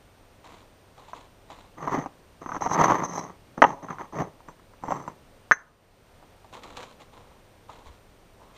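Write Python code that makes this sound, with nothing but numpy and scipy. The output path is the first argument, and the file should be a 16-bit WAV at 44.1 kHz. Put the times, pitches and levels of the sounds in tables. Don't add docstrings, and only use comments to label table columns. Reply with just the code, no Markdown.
import sys
import numpy as np
from scipy import signal
from scipy.fft import rfft, irfft, next_fast_len
from scipy.io import wavfile
from scipy.ndimage import uniform_filter1d, minimum_filter1d, map_coordinates

SR = 44100
rng = np.random.default_rng(int(sys.argv[2]) if len(sys.argv) > 2 else 0)


def store_pcm(level_fs):
    pcm = np.round(np.clip(level_fs, -1, 1) * 32767).astype(np.int16)
    wavfile.write(sys.argv[1], SR, np.atleast_2d(pcm).T)


N = 377937

# [start t/s, time from start to hardest push t/s, length t/s,
# grinding level/dB, stack rumble level/dB, ringing level/dB]
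DRAG_EVENTS = [(1.77, 0.18, 0.26, -25.5, -31, -49.5), (2.406, 0.018, 0.04, -37, -42, -59),
               (2.464, 0.12, 0.1, -32.5, -38, -49.5), (3.573, .005, 0.034, -41, -32, -64),
               (3.657, .008, 0.081, -28.5, -30.5, -48.5), (3.821, .012, 0.053, -37, -38, -58),
               (3.878, 0.036, .07, -31.5, -38.5, -57), (3.985, .02, .06, -33, -39.5, -60),
               (4.122, 0.085, .11, -25, -28, -48.5), (4.237, 0.012, 0.067, -58, -45, -83),
               (4.475, 0.014, 0.024, -41, -43.5, -60.5), (4.814, .09, 0.24, -34, -36.5, -55),
               (5.075, 0.0067, 0.022, -36, -39.5, -57.5)]
# [t/s, grinding level/dB, ringing level/dB]
LONG_PULL = [(2.607, -40.5, -67), (2.615, -29, -41.5), (2.673, -28, -46.5), (2.681, -39.5, -53.5),
             (2.741, -21.5, -32.5), (2.771, -26.5, -66), (2.817, -15.5, -35), (2.829, -22, -57),
             (2.843, -13, -32), (2.863, -20.5, -47.5), (2.911, -19, -44), (3.015, -32, -57.5),
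             (3.051, -29, -41), (3.067, -38.5, -52.5), (3.189, -32.5, -42.5), (3.335, -52.5, -79),
             (3.36, -62.5, -78)]
# [t/s, blow level/dB, pitch f/Hz, thud level/dB]
BUMP_EVENTS = [(1.133, -22.5, 1020, -56), (1.829, -27.5, 1080, -61), (1.875, -14.5, 1000, -31),
               (1.922, -20.5, 1090, -26), (1.937, -17, 1010, -34), (1.978, -22, 1130, -26.5),
               (2.06, -19, 860, -31.5), (2.461, -21, 1090, -30), (2.492, -19.5, 1040, -46),
               (2.519, -18, 1190, -36), (2.547, -20, 1110, -51), (2.565, -18, 1110, -30.5),
               (2.621, -12.5, 960, -46), (2.663, -10.5, 840, -36), (2.715, -10.5, 950, -29),
               (2.814, -5.5, 850, -18), (2.901, -7.5, 980, -22), (2.920, -4, 1010, -32),
               (3.021, -19.5, 950, -28.5), (3.578, -22.5, 1040, -27.5), (3.886, -22.5, 1150, -43),
               (3.907, -18.5, 1150, -41), (3.985, -24.5, 1250, -52), (4.209, -19, 714, -34),
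               (4.221, -19, 680, -31), (4.405, -37.5, 1000, -62), (4.486, -27.5, 1050, -54),
               (4.596, -43, 1080, -63), (4.736, -40.5, 1080, -64.5), (4.837, -19, 860, -32),
               (4.883, -20, 890, -30), (4.907, -15, 805, -44), (4.921, -10, 890, -51),
               (5.078, -20.5, 983, -45)]
# [t/s, blow level/dB, pitch f/Hz, swing/cycles, ground echo level/dB,
# thud level/dB, edge snap level/dB, ring level/dB]; the last four stand against the blow
CLACK_EVENTS = [(3.6196, 0.5, 1260, 0.76, -14, -4, -8, -28),
                (3.6222, -9, 1960, 1.2, -19, 2.5, -13.5, -27.5),
                (3.6257, -3.5, 933, 1.1, -21, -10.5, -23, -30.5), (3.6399, -4, 903, .6, 0, -6, -6, -28.5),
                (5.5122, 4.5, 1320, 0.6, -13.5, -21.5, -28.5, -42.5),
                (5.518, 5, 1640, 0.96, -16, -21, -27.5, -23)]
# [t/s, tap level/dB, first crunch level/dB, sole rub level/dB,
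# grit level/dB, scuff length t/s]
STEP_EVENTS = [(0.447, -47, -61, -47.5, -53.5, .22), (0.978, -37, -62, -50, -57.5, 0.099),
               (1.084, -33, -56.5, -54, -54, 0.07), (1.155, -49, -68, -47.5, -54, 0.13),
               (1.502, -25.5, -47.5, -47, -54, 0.18), (6.227, -33, -71, -61, -72, 0.035),
               (6.445, -33, -63, -61, -76, .05), (6.537, -37, -44, -42.5, -48.5, 0.073),
               (6.634, -47, -42, -44, -52, 0.18), (6.769, -37, -39.5, -44, -49, 0.167),
               (6.83, -39, -42.5, -55, -55, 0.03), (7.004, -37, -58.5, -48, -51.5, 0.048),
               (7.130, -45, -72, -52.5, -62, 0.29), (7.694, -26, -67, -46, -54.5, 0.15),
               (7.851, -52, -72, -53.5, -58.5, 0.14), (8.404, -53, -69, -53, -66.5, 0.18),
               (8.556, -53, -66, -54, -52.5, 0.098)]
# [centre t/s, level/dB, half width to 1/e t/s]
WIND_PUFFS = [(6.75, -53.5, .09), (6.96, -55, .04), (7.89, -41, 0.032)]

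# [f/Hz, level/dB, t60/s]
FIRST_BLOCK_MODES = [(4045, -17, 0.039), (5760, -13, 0.029), (5680, -14.5, 0.042), (6233, 1, 0.048),
                     (7220, -22, 0.12), (12100, -28.5, 0.059), (12410, -21, 0.05)]
# [f/Hz, level/dB, t60/s]
WALL_BLOCK_MODES = [(5720, -8, .06), (6170, -3, .035), (7490, -1, .07), (12050, -13, .04),
                    (12860, -19, .04)]
# [f/Hz, level/dB]
CONTACT_DRIVE = [(3000, -7.5), (5000, 4.5), (6500, 1.5), (9000, -10.5), (12500, -7)]
# [f/Hz, level/dB]
FACE_RADIATION = [(30, -19.5), (70, -8.5), (140, 0), (400, 2), (900, 0), (2000, 2.5), (2500, -6.5),
                  (3100, -3.5), (6000, 1)]

# [f/Hz, level/dB per Hz]
GRIND_SPECTRUM = [(200, -42), (560, -15), (800, -1), (1000, 3), (1200, 1), (1470, -14.5), (1950, -10),
                  (2600, -28), (3100, -26.5), (3600, -32.5), (6500, -37), (9000, -54.5), (11000, -64.5),
                  (12400, -39), (15000, -73.5)]
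# [f/Hz, level/dB per Hz]
STACK_SPECTRUM = [(35, -41), (80, -19.5), (125, -2), (165, 4), (215, -6), (290, -1), (430, -3.5),
                  (620, -5.5), (900, -18.5), (2500, -68)]
# [f/Hz, level/dB per Hz]
EDGE_SPECTRUM = [(900, -16), (1600, 2), (2000, 9), (2350, -9.5), (2650, -5.5), (3100, -8.5), (3700, -24.5),
                 (5000, -30), (7500, -48.5), (14000, -58)]
# [f/Hz, level/dB per Hz]
SOLE_SPECTRUM = [(71, -51), (120, -8), (296, 2.5), (420, -3), (494, 6.5), (557, -0.5), (1060, 5.5),
                 (3000, -35), (3900, -35.5), (6600, -120)]
# [f/Hz, level/dB per Hz]
GRIT_SPECTRUM = [(1000, -10), (2000, 3.5), (3000, 1.5), (4000, 3), (4900, -9.5), (7200, -5.5),
                 (9000, -18.5), (15000, -28.5)]
# [f/Hz, level/dB per Hz]
WIND_SPECTRUM = [(20, -0.5), (60, 0), (120, -20), (300, -35), (1000, -80)]
# [f/Hz, level/dB per Hz]
AIR_SPECTRUM = [(12, -26), (20, 2.5), (97, -3.5), (124, -4), (387, -9.5), (421, -9.5), (497, -6.5),
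                (1590, -18), (2930, -21.5), (7930, -31.5), (9110, -34.5), (12400, -39), (15000, -36)]
# [f/Hz, level/dB]
HUM_AND_WHINE = [(96.9, -67), (393.0, -74), (5846, -84), (8780, -78), (11687, -87), (11719, -83),
                 (14626, -82.5), (14653, -91)]
# [f/Hz, t60/s]
YARD_DECAY = [(150, .4), (700, 0.58), (1700, 0.27), (4000, .25), (6200, .33), (10000, 0.078)]

WALL_BLOCK_FROM_S = 4.35
BITE_S, STOP_S = 0.0065, 0.027
SWELL_DB, EASE_DB = 18, 11.5
PULL_GRIND_DB, PULL_RING_DB = 0.5, 1
PULL_RUMBLE_DB, RUMBLE_GROWS = -10.5, 0.83
BUMP_RING_DB = -30.5
FREE_RING = 1.9
SCUFF_LEAD_S, SCUFF_ATTACK_S, SCUFF_RELEASE_S = 0.018, 0.033, 0.034
SCUFF_FADE_DB = 13
TAP_HZ, TAP_SCATTER = 860, 0.069
HEEL_DB = -25
TOP_HZ = 15300


def drags():
    friction = amp(-2.5) + slips(rate=110, life_s=0.0038, spread_db=5)
    catches = unit(friction * grains(rate=2500, spread_db=0.5))
    grinding = amp(-2.5) * unit(coloured(catches, GRIND_SPECTRUM))
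    rumble = amp(1.0) * unit(coloured(catches, STACK_SPECTRUM))
    drive = coloured(catches, CONTACT_DRIVE)

    first_gains = pushes([row for row in DRAG_EVENTS if row[0] < WALL_BLOCK_FROM_S]) + long_pull()
    wall_gains = pushes([row for row in DRAG_EVENTS if row[0] >= WALL_BLOCK_FROM_S])
    out = np.zeros(N)
    for gains, modes in (first_gains, FIRST_BLOCK_MODES), (wall_gains, WALL_BLOCK_MODES):
        grind_gain, rumble_gain, ring_gain = gains
        ringing = amp(2) * unit(resonate(drive, modes))
        out += grind_gain * grinding + rumble_gain * rumble + ring_gain * ringing
    return out


def pushes(rows):
    gains, t = np.zeros((3, N)), np.arange(N) / SR
    for s, rise_s, length_s, *levels_db in rows:
        push_db = np.interp(t - s, [0, rise_s, max(length_s, rise_s)], [-SWELL_DB, 0, -EASE_DB])
        gains += amp(levels_db)[:, None] * amp(push_db) * stroke(s, length_s, BITE_S, STOP_S)
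    return gains


def long_pull():
    s, *columns = np.transpose(LONG_PULL)
    t = np.arange(N) / SR
    grind_db, ring_db = [np.interp(t, s, column, -np.inf, -np.inf) for column in columns]
    rumble_db = RUMBLE_GROWS * grind_db + PULL_RUMBLE_DB
    return amp([grind_db + PULL_GRIND_DB, rumble_db, ring_db + PULL_RING_DB])


def bumps():
    out, t = np.zeros(N), np.arange(SR // 5) / SR
    for s, db, hz, thud_db in BUMP_EVENTS:
        snap = amp(-26 - 60 * t / 0.017) * unit(coloured(rng.standard_normal(len(t)), EDGE_SPECTRUM))
        face = clap(t, hz, cycles=0.58)
        thud = amp(thud_db + 1.0) * clap(t, hz=280, cycles=0.43)
        blow = scattered(amp(db - 2.0) * (face + snap) + thud, t, db=-6, t60=0.035)
        modes = FIRST_BLOCK_MODES if s < WALL_BLOCK_FROM_S else WALL_BLOCK_MODES
        add(out, s, blow + amp(db + BUMP_RING_DB) * ring(t, modes))
        wall_delay_s = rng.uniform(0.0028, 0.0042)
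        add(out, s + wall_delay_s, amp(-6) * blow)
    return out


def clacks():
    out, t = np.zeros(N), np.arange(SR // 4) / SR
    free_modes = [(hz, db, FREE_RING * t60) for hz, db, t60 in FIRST_BLOCK_MODES]
    for s, db, hz, cycles, echo_db, thud_db, snap_db, ring_db in CLACK_EVENTS:
        snap = amp(snap_db - 60 * t / 0.025) * unit(coloured(rng.standard_normal(len(t)), EDGE_SPECTRUM))
        thud = clap(t, hz=770, cycles=0.53) + amp(-12) * clap(t, hz=290, cycles=0.52)
        faces = coloured(clap(t, hz, cycles) + amp(thud_db) * thud, FACE_RADIATION)
        body = amp(db) * scattered(faces, t, db=-5, t60=0.037)
        add(out, s, body + amp(db) * (snap + amp(ring_db) * ring(t, free_modes)))
        add(out, s + 0.0073, amp(echo_db) * body)
        add(out, s + 0.0166, amp(-19) * body)
    return out


def footsteps():
    pressure = amp(3.5) + slips(rate=90, life_s=0.0053, spread_db=8)
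    sole = unit(pressure * coloured(grains(rate=2300, spread_db=2.5), SOLE_SPECTRUM))
    grit = amp(-0.5) * unit(coloured(pressure * grains(rate=1500, spread_db=-2.5), GRIT_SPECTRUM))
    out, t = np.zeros(N), np.arange(SR // 8) / SR
    for s, tap_db, crunch_db, sole_db, grit_db, length_s in STEP_EVENTS:
        progress = np.clip((np.arange(N) / SR - s) / length_s, 0, 1)
        gate = stroke(s - SCUFF_LEAD_S, length_s, SCUFF_ATTACK_S, SCUFF_RELEASE_S)
        scuff = amp(-SCUFF_FADE_DB * progress) * gate
        out += scuff * (amp(sole_db) * sole + amp(grit_db) * grit)

        spiky = rng.standard_normal(len(t)) ** 3
        crunch = amp(crunch_db - 60 * t / 0.061) * unit(coloured(spiky, GRIT_SPECTRUM))
        hz = TAP_HZ * np.exp(TAP_SCATTER * rng.standard_normal())
        tap = amp(-8) * scattered(clap(t, hz, cycles=0.58), t, db=2.0, t60=0.094)
        heel = amp(HEEL_DB) * clap(t, hz=98, cycles=0.42)
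        add(out, s, crunch + amp(tap_db) * (tap + heel))
    return out


def slips(rate, life_s, spread_db):
    times = np.cumsum(rng.uniform(0.3, 1.7, size=3000)) / rate
    sizes = amp(spread_db * rng.uniform(-1, 1, size=3000))
    jerks = np.bincount((times * SR).astype(int), sizes, minlength=N)[:N]
    return unit(signal.lfilter([1], [1, -np.exp(-1 / (life_s * SR))], jerks))


def grains(rate, spread_db):
    hits = rng.random(N) < rate / SR
    sizes = amp(spread_db * np.clip(rng.standard_normal(N), -2, 2))
    return unit(hits * sizes * rng.choice([-1, 1], N))


def clap(t, hz, cycles):
    u = t * hz / cycles
    return u * np.exp(1 - u) * np.sin(2 * np.pi * hz * t)


def ring(t, modes):
    chatter = coloured(rng.standard_normal(len(t)) * amp(-60 * t / 0.0067), CONTACT_DRIVE)
    x = resonate(chatter, modes)
    return x / np.abs(x).max()


def resonate(x, modes):
    def response(f):
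        total = 0
        for hz, db, t60 in modes:
            width = np.log(1000) / np.pi / t60
            total = total + amp(db) * 1j * f * width / (hz * hz - f * f + 1j * f * width)
        return total
    return filtered(x, response)


def stroke(start_s, length_s, attack_s, release_s):
    t = np.arange(N) / SR - start_s
    return np.clip(t / attack_s, 0, 1) * np.exp(-np.maximum(t - length_s, 0) / release_s)


def scattered(x, t, db, t60):
    cloud = rng.standard_normal(len(t)) * amp(-60 * t / t60) * (t > 0.002)
    return x + amp(db) * signal.fftconvolve(x, cloud / np.linalg.norm(cloud))[:len(x)]


def yard(x):
    hz, t, z = signal.stft(rng.standard_normal(SR // 2), SR, nperseg=256)
    decay = amp(-60 * t / along(YARD_DECAY, hz)[:, None])
    tail = signal.istft(z * decay, SR, nperseg=256)[1]
    late_tail = np.pad(tail / np.linalg.norm(tail), (SR // 80, 0))
    return signal.fftconvolve(x, late_tail)[:N]


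def wind():
    t = np.arange(N) / SR
    puffs = sum(amp(db) * np.exp(-((t - s) / width_s) ** 2) for s, db, width_s in WIND_PUFFS)
    return amp(-5.5) * unit(coloured(rng.standard_normal(N), WIND_SPECTRUM)) * puffs


def background():
    t = np.arange(N) / SR
    air = amp(-55.5 + 0.41 * wobble(1.8)) * unit(coloured(rng.standard_normal(N), AIR_SPECTRUM))
    tones = np.zeros(N)
    for hz, db in HUM_AND_WHINE:
        tones += amp(db) * np.sqrt(2) * np.sin(2 * np.pi * hz * t + 0.7 * wobble(3.9))
    return air + amp(0.5) * tones


def wobble(rate):
    knots = rng.standard_normal(int(N * rate / SR) + 4)
    return map_coordinates(knots, [np.arange(N) * rate / SR])


def amp(db):
    return 10 ** (np.asarray(db) / 20)


def unit(x):
    return x / np.sqrt(np.mean(x ** 2) + 1e-20)


def along(points, hz):
    f, v = np.transpose(points)
    return np.interp(np.log(hz + 1), np.log(f), v)


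def filtered(x, response):
    m = next_fast_len(len(x) + 8192)
    return irfft(rfft(x, m) * response(np.fft.rfftfreq(m, 1 / SR)), m)[:len(x)]


def coloured(x, spectrum, size=4096):
    cepstrum = irfft(np.log(amp(along(spectrum, np.fft.rfftfreq(size, 1 / SR)))))
    cepstrum[1:size // 2] *= 2
    cepstrum[size // 2 + 1:] = 0
    return signal.fftconvolve(x, irfft(np.exp(rfft(cepstrum))))[:len(x)]


def add(track, s, sound):
    part = track[round(s * SR):][:len(sound)]
    part += sound[:len(part)]


def scene():
    near = drags() + bumps() + clacks() + footsteps()
    return (near + amp(-26.5) * yard(near) + background() + wind())[None]


def limiter(x, hold_s, release_db):
    over_db = np.maximum(20 * np.log10(np.abs(x) + 1e-9), 0)
    half = int(hold_s * SR / 2)
    ahead = 10
    held_db = -minimum_filter1d(-over_db, 2 * half + 1, origin=half - ahead)
    climb_db = release_db * np.arange(N) / SR
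    cut_db = np.maximum.accumulate(held_db + climb_db) - climb_db
    return x * amp(-uniform_filter1d(cut_db, size=24))


def record(dry):
    held = np.clip(limiter(dry[0], hold_s=0.26, release_db=17), -1, 1)
    return filtered(held, lambda hz: hz < TOP_HZ)[None]


dry = scene()
out = record(dry)
store_pcm(out)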